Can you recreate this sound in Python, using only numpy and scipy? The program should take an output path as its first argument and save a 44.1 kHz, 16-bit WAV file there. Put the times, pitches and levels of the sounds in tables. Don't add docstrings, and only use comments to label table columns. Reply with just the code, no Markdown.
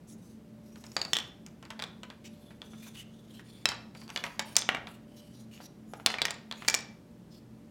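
import sys
import numpy as np
from scipy import signal
from scipy.fft import rfft, irfft, next_fast_len
from scipy.io import wavfile
from scipy.ndimage import uniform_filter1d, map_coordinates

SR = 44100
rng = np.random.default_rng(int(sys.argv[2]) if len(sys.argv) > 2 else 0)


def int16_out(signal):
    q = np.round(np.clip(np.atleast_2d(signal).T, -1, 1) * 32767)
    wavfile.write(sys.argv[1], SR, q.astype(np.int16))


N = 339570


def amp(db):
    return 10 ** (np.asarray(db) / 20)


def unit(x):
    return x / np.sqrt(np.mean(x ** 2) + 1e-20)


def along(points, hz):
    f, value = np.transpose(points)
    return np.interp(np.log(hz + 1), np.log(f + 1), value)


def filtered(x, response):
    size = next_fast_len(x.shape[-1] + 8192)
    spectrum = rfft(x, size) * response(np.fft.rfftfreq(size, 1 / SR))
    return irfft(spectrum, size)[..., :x.shape[-1]]


def resonance(f, hz, width):
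    return 1j * f * width / (hz * hz - f * f + 1j * f * width)


# f/Hz, relative level/dB per Hz
HUSH_SHAPE = [(30, 3.5), (167, -11.5), (291, -9.5), (608, -23), (1310, -32.5), (14100, -48), (16500, -54)]


def hush():
    noise = rng.standard_normal(N)
    return amp(-49.5) * unit(filtered(noise, lambda f: amp(along(HUSH_SHAPE, f))))


# f/Hz, width of the resonance/Hz, rms level/dB
HUM_TONES = [(120.1, 4.7, -59.5), (170, 82, -56), (220.2, 8.3, -55), (590, 2.2, -71)]


def appliance():
    hum = np.zeros(N)
    for hz, width, db in HUM_TONES:
        tone = filtered(rng.standard_normal(N), lambda f: resonance(f, hz, width) ** 2)
        hum += amp(db) * unit(tone)
    return hum


# f/Hz, time to fall by 60 dB (t60)/s
ROOM_T60 = [(300, 0.66), (2100, 0.42), (5500, 0.4), (12000, 0.14)]
ROOM_DULL_HZ = 5000


def room_tails(count):
    noise = rng.standard_normal((count, SR // 2))
    hz, t, z = signal.stft(noise, SR, nperseg=256)
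    hz = hz[:, None]
    decay = amp(-60 * t / along(ROOM_T60, hz))
    tails = signal.istft(z * decay / (1 + hz / ROOM_DULL_HZ), SR, nperseg=256)[1]
    seconds = np.arange(tails.shape[1]) / SR
    tails = tails * (1 - np.exp(-seconds / 0.0078))
    return tails / np.linalg.norm(tails, axis=1, keepdims=True)


def wobble(rate):
    points = rng.standard_normal(int(N * rate / SR) + 4)
    return map_coordinates(points, [np.arange(N) * rate / SR])


def patchy(depth_db):
    z = signal.stft(rng.standard_normal(N), nperseg=256)[2]
    field = uniform_filter1d(rng.standard_normal(z.shape), size=5, axis=0)
    field = uniform_filter1d(field, size=12, axis=1)
    return signal.istft(z * amp(depth_db * unit(field)), nperseg=256)[1][:N]


def rubbing_grit():
    grit = patchy(depth_db=2.5) * amp(2.5 * wobble(83))
    catches = rng.standard_normal(N) * (rng.random(N) < 120 / SR)
    return grit + amp(23) * filtered(catches, lambda f: resonance(f, 1700, 4000) ** 2)


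# start t/s, length/s, direct rms level/dB, ring f/Hz, hiss against scrape/dB
SLIDES = [(0.069, 0.085, -62, 6400, -11), (0.172, 0.2, -70.5, 6160, -8), (0.622, 0.68, -66, 5750, -5),
          (2.24, 0.044, -56.5, 3770, -36), (2.271, 0.32, -69.5, 3470, -28), (2.606, 0.44, -64, 3490, -20),
          (2.82, 0.075, -59.5, 2450, -13), (2.944, 0.091, -53.5, 2950, -38), (3.06, 0.27, -72, 3460, -26),
          (3.28, 0.14, -63, 3200, -25), (3.439, 0.22, -64, 3480, -20), (3.943, 0.13, -62.5, 4670, -15),
          (4.075, 0.32, -63, 4700, -17), (4.451, 0.11, -58.5, 3040, -6.5), (4.866, 0.11, -65, 2860, -4),
          (5.07, 0.29, -68.5, 3050, -20), (5.163, 0.046, -66, 4000, -12), (5.33, 0.12, -65.5, 4100, -16),
          (5.511, 0.093, -60, 2870, -15), (5.602, 0.069, -58, 4620, -20), (5.868, 0.17, -69.5, 6780, -1.5),
          (6.546, 0.18, -59, 2500, -17), (7.304, 0.1, -65.5, 4400, -16)]


def rubbing():
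    out = np.zeros(N + SR)
    grit = rubbing_grit()
    stirred_hz = rng.uniform(2000, 12000, size=(len(SLIDES), 9))
    for (s, length, db, ring_hz, hiss_db), modes_hz in zip(SLIDES, stirred_hz):
        start = round(s * SR)
        u = np.linspace(0, 1, round(length * SR))
        swell = np.sin(np.pi * u) ** 0.42
        stroke = np.pad(grit[start:][:len(u)] * swell, (0, 2048))

        def held_piece(f):
            scrape = resonance(f, ring_hz, 4100)
            hiss = amp(hiss_db) * resonance(f, 10000, 11000) ** 2
            faint_modes = 1 + amp(3) * sum(resonance(f, hz, 260) for hz in modes_hz)
            squeak = amp(12.5) * resonance(f, ring_hz, 140)
            return (scrape + hiss) * faint_modes + squeak

        out[start:][:len(stroke)] += amp(db) * unit(filtered(stroke, held_piece))
    answer = signal.fftconvolve(out, room_tails(count=1)[0])
    return out[:N] + amp(-12.5) * answer[:N]


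def burst(hz, width_hz, t60):
    t = np.arange(SR // 16) / SR
    noise = rng.standard_normal(len(t)) * amp(-60 * t / t60) * (1 - np.exp(-t / 0.000075))
    noise[12] += 7
    band = filtered(noise, lambda f: resonance(f, hz, width_hz) ** 3)
    return band / np.abs(band).max()


WOOD_HZ = np.array([780, 1275, 1870, 2335, 2620, 2970, 3190, 3470, 3950, 4575, 5470])
WOOD_T60 = [0.017, 0.013, 0.03, 0.045, .018, 0.04, 0.022, 0.016, 0.008, .03, 0.016]
PARTNERS = {1275: [(786, -6), (2320, 1), (2830, -4.5)], 4575: [(6740, -8.5)], 2620: [(3900, -2), (5250, 1)],
            5470: [(6900, -1.5)], 3190: [(1960, -9), (3460, 3.5), (5410, -12)]}
PARTNER_T60 = 0.028
OTHERS_DB, OTHERS_DB_PER_OCTAVE, OTHERS_SCATTER_DB = -19, -3, 3
OTHERS_DAMPING = 2.5


def wood_ring(pitch_hz, ring_db):
    t = np.arange(SR // 16) / SR
    mode = np.argmin(np.abs(WOOD_HZ - pitch_hz))
    mode_hz, mode_t60 = WOOD_HZ[mode], WOOD_T60[mode]
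    twin_hz = mode_hz + 2.5 * rng.standard_normal() / mode_t60
    pair = np.sin(2 * np.pi * mode_hz * t) + 0.7 * np.sin(2 * np.pi * twin_hz * t)
    ring = amp(ring_db - 60 * t / mode_t60) * pair
    for hz, partner_db in PARTNERS.get(int(mode_hz), []):
        ring += amp(ring_db + partner_db - 60 * t / PARTNER_T60) * np.sin(2 * np.pi * hz * t)
    octaves_away = np.abs(np.log2(WOOD_HZ / pitch_hz))
    scatter_db = OTHERS_SCATTER_DB * rng.standard_normal(len(WOOD_HZ))
    others_db = OTHERS_DB + OTHERS_DB_PER_OCTAVE * octaves_away + scatter_db
    for hz, t60, other_db in zip(WOOD_HZ, WOOD_T60, others_db):
        ring += amp(other_db - 60 * OTHERS_DAMPING * t / t60) * np.sin(2 * np.pi * hz * t)
    return ring


MID_DB, MID_HZ = -20, 3000
KNOCK_DB, KNOCK_PER_DB, KNOCK_DB_PER_OCTAVE = -14.5, -0.5851, -3.5


def click(db, pitch_hz, treble_db, ring_db):
    body_hz = pitch_hz * (3500 / pitch_hz) ** 0.33
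    rattle = burst(body_hz, body_hz, t60=45 / body_hz)
    body = amp(-6.0) * (wood_ring(pitch_hz, ring_db) + rattle)
    octaves_up = np.log2(pitch_hz / MID_HZ)
    knock_db = KNOCK_DB + KNOCK_PER_DB * (db - MID_DB) + KNOCK_DB_PER_OCTAVE * octaves_up
    knock = amp(knock_db) * burst(hz=1120, width_hz=2970, t60=0.095)
    bright = burst(hz=5930, width_hz=4800, t60=0.018)
    brightest = burst(hz=12530, width_hz=11000, t60=0.028)
    edge = amp(treble_db) * (bright + amp(-14) * brightest)
    sound = body + knock + edge
    return sound / np.abs(sound).max()


SETTLE_S, SETTLE_DB, SETTLE_FADE_DB_PER_S = 0.012, -15.5, -220


def rocking():
    touches = np.zeros(SR // 4)
    times = np.cumsum(rng.exponential(SETTLE_S, size=4)) * SR
    places = np.minimum(times, len(touches) - 1).astype(int)
    touches[places] = amp(SETTLE_DB + SETTLE_FADE_DB_PER_S * places / SR)
    touches[0] = 1
    return touches


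# t/s, peak level of the first blow/dB, pitch f/Hz, treble level in the mix/dB, ring against rattle/dB
CONTACTS = [(0.758, -41.5, 5600, -28, -17.5), (0.84, -39.5, 4000, -2.5, -0.5), (.866, -36.5, 5470, -8.5, 7),
            (0.918, -37, 5540, -5.5, 4.5), (0.9665, -13.5, 4550, -45, -8.5),
            (0.9657, -18.5, 968, -30, -2.5), (1.016, -16, 4540, -28, -1.5), (1.0507, -23, 4320, -26.5, -8),
            (1.1331, -7, 3200, 1.5, 0), (1.153, -21, 3410, -31, 11), (1.1598, -21, 3220, -23, 6),
            (1.1679, -11.5, 3150, -4, -4), (1.187, -17.5, 3140, -8, -8.5), (1.205, -27.5, 3180, -29, -2),
            (1.464, -31, 5870, -1, -15), (1.627, -36, 1900, -8, -26), (1.652, -40, 4500, -20, -13),
            (1.704, -29, 2370, -9.5, -14), (1.793, -28.5, 3100, -30.5, -43), (1.799, -26, 3290, -28, -11),
            (1.823, -20, 3340, -9.5, -7.5), (1.839, -22.5, 3470, -9.5, -1), (2.033, -30, 2320, -11, -25),
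            (2.102, -32.5, 3470, -30, -7), (2.506, -46, 1870, -25, -8), (2.618, -28.5, 3420, -25, 2.5),
            (2.734, -43.5, 1275, -33, 2), (2.867, -44, 1275, -25, -10), (3.395, -38, 1880, -7, 2),
            (3.656, -5, 2520, -7.5, -7), (3.689, -16, 4300, -16, -16.5), (3.718, -27, 3020, -28, -36),
            (3.95, -39, 1890, -4.5, -8), (4.016, -39, 4520, -23, -20), (4.079, -39.5, 4540, -7, -9.5),
            (4.092, -37.5, 3470, -9.5, -15), (4.102, -27.5, 1900, -3.5, -32.5),
            (4.1612, -16.5, 2800, -32, -13.5), (4.175, -18.5, 3550, -35, -6),
            (4.239, -20.5, 1964, -13.5, -17.5), (4.265, -26.5, 1820, -12.5, -21),
            (4.394, -15.5, 2880, -12, -30.5), (4.556, -24, 4960, -20, -10.5), (4.566, 0, 5380, 2.5, -28.5),
            (4.5693, -14, 3370, -8, -14), (4.621, -20, 3550, -28, -2), (4.69, -8, 1390, -31.5, -10.5),
            (4.748, -16.5, 1410, -15.5, -4), (4.77, -28.5, 1260, -25, -1), (4.871, -30.5, 2230, -40, -12),
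            (5.603, -36.5, 777, -19, 6), (5.936, -25, 786, -6, 8.5), (5.999, -34, 760, -28, 4),
            (6.0618, -5, 3500, -5, -11), (6.07, -15.5, 2180, -40.5, -23), (6.102, -23, 1460, -32, -18),
            (6.141, -20, 1670, -36.5, -17), (6.185, -22.5, 2300, -33, -7), (6.2181, -6.5, 3600, -15.5, -7),
            (6.2531, -11, 1850, -4, -16), (6.283, -25, 1870, -15.5, -19), (6.307, -20, 4030, -7.5, -22),
            (6.513, -19.5, 3390, -38.5, -2.5), (6.525, -24.5, 3870, -22.5, -5),
            (6.622, -30, 1275, -24.5, -14.5), (6.648, -33, 2320, -12, -20.5), (6.68, -12.5, 4550, -6.5, 0),
            (6.684, -5.5, 2300, -1.5, -12.5), (6.699, -12.5, 5500, -4.5, -5),
            (6.742, -10.5, 2240, -3, -11.5), (6.7479, -9.5, 5400, -4.5, -8)]


def pieces():
    out = np.zeros(N + SR)
    for (s, db, *colour), tail in zip(CONTACTS, room_tails(count=len(CONTACTS))):
        start = round(s * SR)
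        near = signal.fftconvolve(amp(db) * click(db, *colour), rocking())
        far = amp(-14.0) * signal.fftconvolve(near, tail)
        out[start:][:len(near)] += near
        out[start:][:len(far)] += far
    return out[:N]


def scene():
    return (hush() + appliance() + rubbing() + pieces())[None]


TOP_HZ = 16500


def record(dry):
    return filtered(dry, lambda hz: (hz < TOP_HZ) * (1j * hz / (42 + 1j * hz)) ** 6)


dry = scene()
out = record(dry)
int16_out(out)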